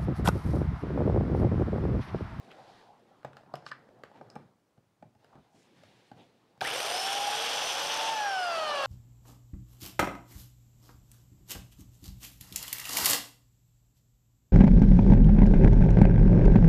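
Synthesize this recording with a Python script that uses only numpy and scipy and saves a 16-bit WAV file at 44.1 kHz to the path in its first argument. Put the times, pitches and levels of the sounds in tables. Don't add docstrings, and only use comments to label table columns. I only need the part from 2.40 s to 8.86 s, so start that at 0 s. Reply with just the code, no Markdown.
import sys
import numpy as np
from scipy import signal
from scipy.fft import rfft, irfft, next_fast_len
from scipy.io import wavfile
from scipy.ndimage import uniform_filter1d, map_coordinates

SR = 44100
rng = np.random.default_rng(int(sys.argv[2]) if len(sys.argv) > 2 else 0)


def wav_out(sig):
    wavfile.write(sys.argv[1], SR, np.round(np.clip(np.atleast_2d(sig).T, -1, 1) * 32767).astype(np.int16))


N = 284886
START_S, CUT_S = 4.216, 5.67
NOISE_BUILD_S = 0.044


def amp(db):
    return 10 ** (np.asarray(db) / 20)


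def unit(x):
    return x / np.sqrt(np.mean(x ** 2) + 1e-20)


def along(points, hz):
    f, v = np.transpose(points)
    return np.interp(np.log(hz + 1), np.log(f + 1), v)


def clock():
    return np.arange(N) / SR


def since(start):
    return np.maximum(clock() - start, 0)


def ramp(start, length):
    return np.clip((clock() - start) / length, 0, 1)


def wobble(rate):
    coarse = clock()[::16]
    knots = rng.standard_normal(int(N * rate / SR) + 4)
    return np.interp(clock(), coarse, map_coordinates(knots, [coarse * rate]))


def filtered(x, response):
    size = next_fast_len(N + SR // 2)
    return irfft(rfft(x, size) * response(np.fft.rfftfreq(size, 1 / SR)), size)[:N]


def resonances(peaks, hz):
    return np.sqrt(sum((amp(db) / (1 + ((hz - centre) / width) ** 2)) ** 2
                       for centre, width, db in peaks))


def rush(spectrum, patchy_db):
    z = signal.stft(rng.standard_normal(N), nperseg=512)[2]
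    patches = uniform_filter1d(rng.standard_normal(z.shape), size=5, axis=0)
    patches = uniform_filter1d(patches, size=9, axis=1)
    noise = signal.istft(z * amp(patchy_db * unit(patches)), nperseg=512)[1][:N]
    return unit(filtered(noise, lambda hz: amp(along(spectrum, hz))))


def blow(damping, crack_db, crack_t60):
    # (frequency [Hz], level [dB], t60 before division by damping [s])
    modes = [(133, 5, 0.6), (139, -0.5, 0.29), (241, 4.5, 0.087), (285, -28, 0.043), (386, 2, 0.023),
             (530, -8.5, 0.047), (638, 5.5, 0.027), (791, 0, 0.06), (806, -2.5, 0.027), (1195, 7.5, 0.036),
             (1514, 9.5, 0.023), (1737, -8.5, 0.066), (1960, -13, 0.031), (2330, 2, 0.042),
             (2810, -2, 0.044), (3690, 5.5, 0.0071), (4180, 3.5, 0.026), (4600, 4.5, 0.028),
             (5060, 17, 0.018), (5460, -24, 0.014), (7720, 1, .03), (8800, 3, 0.032)]
    t = np.arange(SR // 4) / SR
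    ring = 0
    for hz, db, t60 in modes:
        envelope = amp(db + rng.normal(0, 3) - 60 * t * damping / t60) * rng.choice([-1, 1])
        ring += envelope * np.sin(2 * np.pi * hz * rng.normal(1, 0.031) * t)
    crack = signal.lfilter([1], [1, -.6], rng.standard_normal(len(t)))
    return ring + amp(crack_db - 60 * t / crack_t60) * crack


def impacts(rate, scatter_db, **contact):
    pulses = (rng.random(N) < rate / SR) * amp(scatter_db * np.clip(rng.standard_normal(N), -2, 2))
    return signal.fftconvolve(pulses, blow(**contact))[:N]


def background():
    # (frequency [Hz], relative density [dB])
    spectrum = [(25, -48), (60, -8), (120, 0.5), (300, -2.5), (800, -6.5), (2000, -17.5), (6000, -23),
                (16000, -32)]
    return amp(-74) * rush(spectrum, patchy_db=.8)


def reverberation(x):
    # (frequency [Hz], t60 [s])
    decay_times = [(100, 0.54), (260, 0.45), (700, 0.25), (2000, 0.21), (5000, 0.25), (14000, 0.074)]
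    hz, t, z = signal.stft(rng.standard_normal(SR // 2), SR, nperseg=256)
    tail = signal.istft(z * amp(-60 * t / along(decay_times, hz)[:, None]), SR, nperseg=256)[1]
    return signal.fftconvolve(x, np.pad(tail, (SR // 200, 0)) / np.linalg.norm(tail))[:N]


def extractor():
    # (time [s], level [dB])
    levels = [(4.85, -73), (4.97, -44.5), (5.1, -45.5), (6.05, -48.5), (6.46, -39)]
    start_s, spin_up_s, full_hz = 4.519, .349, 605
    shaft_db = np.interp(clock(), *np.transpose(levels))
    shaft_hz = full_hz * (1 - np.exp(-since(start_s) / spin_up_s))
    phase = 2 * np.pi * np.cumsum(shaft_hz * (1 + 0.0014 * wobble(24.44))) / SR
    tone = np.sin(phase) + amp(-10) * np.sin(2 * phase)
    return ramp(start_s, spin_up_s) * amp(shaft_db + 2 * wobble(17)) * tone


def strokes():
    # (peak time [s], time spread [s], centre [Hz], band spread [octaves], level [dB])
    swells = [(0.117, 0.009, 2660, 0.38, -57.5), (0.32, 0.11, 4020, 0.33, -70),
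              (1.282, 0.016, 3300, 0.74, -56.5), (1.321, 0.0048, 1630, .12, -37),
              (1.35, 0.065, 1640, 0.26, -63.5), (1.769, 0.021, 1100, 1.1, -64),
              (1.996, .029, 140, .35, -55), (2.385, 0.023, 440, 0.69, -72), (2.655, .025, 134, .37, -59),
              (2.949, 0.039, 740, 0.64, -62), (2.985, 0.026, 147, 1.04, -58),
              (3.2, 0.051, 6000, 0.47, -73.5), (3.81, 0.02, 2780, 0.37, -65)]
    out = np.zeros(N + SR)
    t = np.arange(SR) / SR
    hz = np.fft.rfftfreq(SR, 1 / SR)
    for peak_s, spread_s, centre_hz, octaves, db in swells:
        grains = rng.standard_normal(SR) * amp(2.5 * np.repeat(rng.standard_normal(SR // 50), 50))
        passband = np.exp(-.5 * (np.log2((hz + 1) / centre_hz) / octaves) ** 2)
        band = unit(irfft(rfft(grains) * passband, SR))
        start = max(peak_s - .5, 0)
        envelope = np.exp(-.5 * ((t + start - peak_s) / spread_s) ** 2)
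        out[round(start * SR):][:SR] += amp(db) * band * envelope
    return out[:N]


def hand():
    # (start [s], length [s], rub level [dB], bump weight [dB], swish weight [dB])
    moves = [(-0.05, 0.46, -56.5, -4.5, -6), (0.434, 0.41, -64.5, -2.5, -8.5),
             (0.9, 0.86, -63.5, -0.5, -11.5), (1.733, 0.27, -61, 4.5, -12), (2.774, 0.29, -71, 0, -1.5),
             (3.128, 0.33, -72, 9.5, 4.5), (3.346, 0.33, -70, 5, 6.5), (3.745, 0.08, -64.5, 7, 0.5),
             (3.86, 0.42, -74, 4.5, 0.5)]
    # (frequency [Hz], relative density [dB])
    bump_spectrum = [(25, -42), (55, -42), (85, -29), (105, -0.5), (140, -2.5), (200, -1), (350, -4.5),
                     (550, -7.5), (1200, -67)]
    rub_spectrum = [(200, -14), (400, 2), (600, 3), (790, 6), (1000, -1), (1400, -6.5), (2000, -14),
                    (4000, -62)]
    swish_spectrum = [(800, -18), (1600, 1.5), (2400, 1), (3800, 0), (6000, -9), (8000, -14),
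                      (11000, -19.5), (16000, -35)]
    attack_s, release_s = 0.034, 0.083
    rubbing = bumping = swishing = 0
    for start, length, db, bump_db, swish_db in moves:
        move = amp(db) * ramp(start, attack_s) * np.exp(-since(start + length) / release_s)
        rubbing = np.hypot(rubbing, move)
        bumping = np.hypot(bumping, amp(bump_db) * move)
        swishing = np.hypot(swishing, amp(swish_db) * move)
    slips = unit(impacts(rate=90, scatter_db=6.5, damping=5.1, crack_db=1, crack_t60=0.0027))
    bump = bumping * amp(-3 + 0.89 * wobble(33)) * rush(bump_spectrum, patchy_db=2.5)
    rub = rubbing * (rush(rub_spectrum, patchy_db=4) + amp(-23) * slips)
    swish = swishing * amp(-5 + 0.66 * wobble(27.25)) * rush(swish_spectrum, patchy_db=-1)
    return bump + rub + swish


def knocks():
    # (time [s], level [dB], centre [Hz], fall to each side [dB/octave])
    contacts = [(0.115, -53, 1790, 6), (0.83, -58.5, 1030, 9), (0.847, -38.5, 670, 6.5),
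                (0.873, -64, 530, 9.0), (0.931, -55, 1690, 11), (0.968, -51, 1390, 4),
                (1.033, -60.5, 660, 12), (1.061, -62.5, 690, 13), (1.138, -36, 680, 9.5),
                (1.155, -50, 3900, 4), (1.223, -56, 760, 10), (1.264, -40.5, 1630, 10.5),
                (1.315, -38.5, 1490, 12.5), (1.488, -59.5, 740, 8.5), (1.635, -43, 1060, 7),
                (1.714, -58.5, 600, 7), (1.811, -44, 490, 14), (1.901, -59, 5480, 10),
                (1.954, -51.5, 870, 4.5), (1.96, -37.5, 420, 11), (2.375, -60, 240, 5.5),
                (2.624, -45.5, 385, 8.5), (2.749, -61.5, 230, 4.0), (2.844, -61.5, 1000, 3),
                (2.953, -54, 400, 6.5), (3.396, -58.5, 260, 9), (3.434, -58.5, 520, 2.5),
                (3.714, -45, 395, 7.0), (4.175, -64, 480, 3.5), (4.208, -39, 3400, 6),
                (4.2125, -28.5, 1800, 6.5)]
    # (frequency [Hz], gain [dB])
    radiation = [(120, 6), (280, -0.3), (630, 2.4), (1380, 0.0), (2830, -0.5), (5480, 0.5), (10250, -8)]
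    # (frequency [Hz], level relative to the knock [dB])
    loose_parts = [(130, -6), (280, -14), (650, -19), (1800, -11.5), (10000, -28)]
    edges = [80, 190, 420, 950, 2000, 4000, 7500, 12500]
    build_cycles, strike_s, settle_t60 = 1.27, 0.016, 0.27
    bands = list(zip(edges, edges[1:]))
    filters = [signal.butter(2, band, "bandpass", fs=SR, output="sos") for band in bands]
    band_hz = np.sqrt(np.prod(bands, axis=1))
    out = np.zeros(N + SR)
    for start, db, centre_hz, fall in contacts:
        hit = blow(damping=2.13, crack_db=10.5, crack_t60=0.012)
        t = np.arange(len(hit)) / SR
        hit *= 1 - np.exp(-(t * centre_hz / build_cycles) ** 2)
        levels = db - fall * np.abs(np.log2(band_hz / centre_hz)) + along(radiation, band_hz)
        for sos, hz, level in zip(filters, band_hz, levels):
            strike = signal.sosfilt(sos, hit)
            strike *= np.sqrt(strike_s * SR) / np.linalg.norm(strike)
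            noise = unit(signal.sosfilt(sos, rng.standard_normal(len(t))))
            settling = amp(along(loose_parts, hz) - 60 * t / settle_t60) * noise
            out[round(start * SR):][:len(t)] += amp(level) * (strike + settling)
    return out[:N]


def drive():
    spin_from_s, spin_up_s, coast_from_s, coast_s = 4.193, .1594, 5.72, 1.418
    running_hz, creep_hz_per_s = 783.7, 74.5
    powered_s = np.clip(clock(), spin_from_s, coast_from_s) - spin_from_s
    torque = np.exp(-powered_s / spin_up_s)
    run_down = np.exp(-since(coast_from_s) / coast_s)
    tooth_hz = (running_hz * (1 - torque) + creep_hz_per_s * powered_s) * run_down
    coasting = ramp(CUT_S, length=.2)
    slack = ramp(start=6.015, length=0.46)
    return tooth_hz, torque, coasting, slack


def mains_ripple():
    return (clock() < CUT_S) * np.sin(2 * np.pi * 100 * clock())


def rattle():
    # (frequency [Hz], gain [dB])
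    transmission = [(30, -45), (200, -33), (450, 6), (900, -5), (3200, 2), (6000, -13.5), (9500, -4.5),
                    (13000, -7.5), (16000, -28)]
    _, _, coasting, slack = drive()
    unseated = 1 - ramp(start=4.49, length=0.19)
    rattle_db = -47 + 10.5 * unseated - 5.5 * coasting + 5 * slack ** 2
    slaps = sum(impacts(rate=80, scatter_db=3.5, damping=5, crack_db=11, crack_t60=.005)
                for _ in range(4))
    chatter = unit(filtered(slaps, lambda hz: amp(along(transmission, hz))))
    return ramp(START_S, NOISE_BUILD_S) * amp(rattle_db) * chatter


def brushes():
    # (frequency [Hz], relative density [dB])
    spectrum = [(2500, -32), (4200, 1.5), (4700, 2), (5400, 1), (6100, 2.5), (6600, -4.5), (7500, -4.5),
                (8200, -8), (9300, -8.5), (10300, -13.5), (12300, -19), (13200, -25), (14500, -21.5),
                (16000, -34)]
    # (frequency [Hz], half-width [Hz], gain [dB])
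    metal_modes = [(5420, 160, -9), (6030, 40, 6), (7620, 50, -9), (8850, 240, -3), (9515, 70, 0),
                   (11610, 130, -6), (12400, 110, -11)]
    fade_s = 0.31
    torque = drive()[1]
    hiss_db = -41.5 - 11.5 * torque - 8.5 * ramp(CUT_S - fade_s / 3, fade_s)
    ringing = unit(filtered(rng.standard_normal(N), lambda hz: resonances(metal_modes, hz)))
    singing = amp(-2 - 6.5 * since(START_S)) * ringing
    surge = 1 + 0.3 * mains_ripple()
    sparking_db = (.5 + 1.04 * (clock() < CUT_S)) * wobble(120)
    return amp(hiss_db + sparking_db) * surge * (rush(spectrum, patchy_db=1) + singing)


def windage():
    # (frequency [Hz], relative density [dB])
    air_spectrum = [(25, -53), (65, -63), (110, -24), (250, -13.5), (380, -9), (480, -5.5), (620, 0),
                    (800, 6), (950, -2.5), (1200, -17.5), (2000, -24), (4000, -72)]
    driven_spectrum = [(600, -33), (1000, -1), (1350, -1.5), (1650, -1.5), (2050, -6.5), (2500, -2),
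                       (2850, 2), (3350, 3), (3800, -4), (4300, -13), (5500, -4.5), (9000, -72)]
    coasting_spectrum = [(600, -22), (1000, -1), (1250, 3.5), (1650, 0), (2000, -8), (2500, -5.5),
                         (2950, -1), (3400, -3), (3900, -12), (4400, -8.5), (5500, -12.5), (9000, -70)]
    _, torque, coasting, slack = drive()
    kick = np.exp(-np.abs(clock() - START_S) / 0.016)
    swell = np.exp(-((clock() - 5.42) / 0.66) ** 2)
    air_db = -39.5 - 3.5 * torque - 3.5 * coasting + 6 * slack + 16.5 * kick
    fan_db = -36.5 - 4.5 * torque - 1.5 * coasting + 5.5 * slack + 2 * swell
    air = amp(air_db + 0.41 * wobble(35)) * rush(air_spectrum, patchy_db=0.5)
    fan = np.sqrt(1 - coasting) * rush(driven_spectrum, patchy_db=0.53)
    fan += amp(-3.5) * np.sqrt(coasting) * rush(coasting_spectrum, patchy_db=1.8)
    return air + np.sqrt(ramp(START_S, NOISE_BUILD_S)) * amp(fan_db + wobble(60)) * fan


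def tooth_phase():
    judder = .0005 + .1 * np.exp(-np.abs(clock() - START_S) / .055)
    return 2 * np.pi * np.cumsum(drive()[0] * (1 + judder * wobble(200))) / SR


def partial(phase, db, flutter):
    in_phase = (1 + flutter * wobble(70)) * np.sin(phase)
    quadrature = flutter * wobble(70) * np.cos(phase)
    return np.sqrt(2) * amp(db) * (in_phase + quadrature)


def unbalance(phase):
    tooth_hz = drive()[0]
    blade = partial(phase / 6, db=-67.5, flutter=0.48)
    armature = partial(7 / 13 * phase, db=-53, flutter=0.42)
    return (tooth_hz / tooth_hz.max()) ** 6 * (blade + armature)


def gear_mesh(phase):
    # (frequency [Hz], half-width [Hz], level [dB])
    case_modes = [(1750, 450, -35), (2950, 200, -34), (4200, 250, -56), (5280, 250, -41.5),
                  (5700, 600, -58), (6035, 50, -44), (6250, 90, -52)]
    tooth_hz, _, coasting, slack = drive()
    loaded_db = 20 * np.log10(resonances(case_modes, 7 * tooth_hz))
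    mesh_db = (1 - coasting) * loaded_db - 48 * coasting - 9 * slack ** 5
    mesh = partial(7 * phase, mesh_db, flutter=.33 - .18 * coasting)
    octave = partial(14 * phase, -66.5 - 4 * coasting + 3.5 * wobble(8), flutter=.33)
    return mesh + octave


def blade_whine(phase):
    # (multiple [1], relative level [dB])
    harmonics = [(2, 0.5), (3, -3), (4, -1), (5, 0), (6, -1)]
    # (frequency [Hz], gain [dB])
    housing = [(600, -8), (1100, -1), (1600, 0), (1850, -6), (2200, -16), (2650, -7), (3000, -6),
               (3500, -22), (5000, -20)]
    tooth_hz, torque, coasting, slack = drive()
    dropout_db = -17.5 * (ramp(4.95, 0.036) - ramp(5.355, .28))
    tooth_db = -35 - 44 * torque + 2 * coasting - 6 * slack + dropout_db
    overtone_db = -51.5 + 14.5 * np.sqrt(coasting) + .5 * dropout_db
    overtones = sum(partial(k * phase, overtone_db + db + along(housing, k * tooth_hz), flutter=0.14)
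                    for k, db in harmonics)
    return partial(phase, tooth_db, flutter=0.1) + overtones


def scene():
    phase = tooth_phase()
    hum = amp(-68) * mains_ripple()
    tones = blade_whine(phase) + gear_mesh(phase) + unbalance(phase) + hum
    motor = ramp(START_S, 0.0036) * (tones + windage() + brushes() + rattle())
    contacts = knocks()
    handling = contacts + amp(-11.5) * reverberation(contacts) + hand() + strokes()
    return handling + motor + extractor() + background()


def record(dry):
    ceiling_db, top_hz = -20.5, 15750
    rounded = dry / (1 + np.abs(dry / amp(ceiling_db)) ** 6) ** (1 / 6)
    return filtered(rounded, lambda hz: hz < top_hz)


dry = scene()
out = record(dry)
wav_out(out)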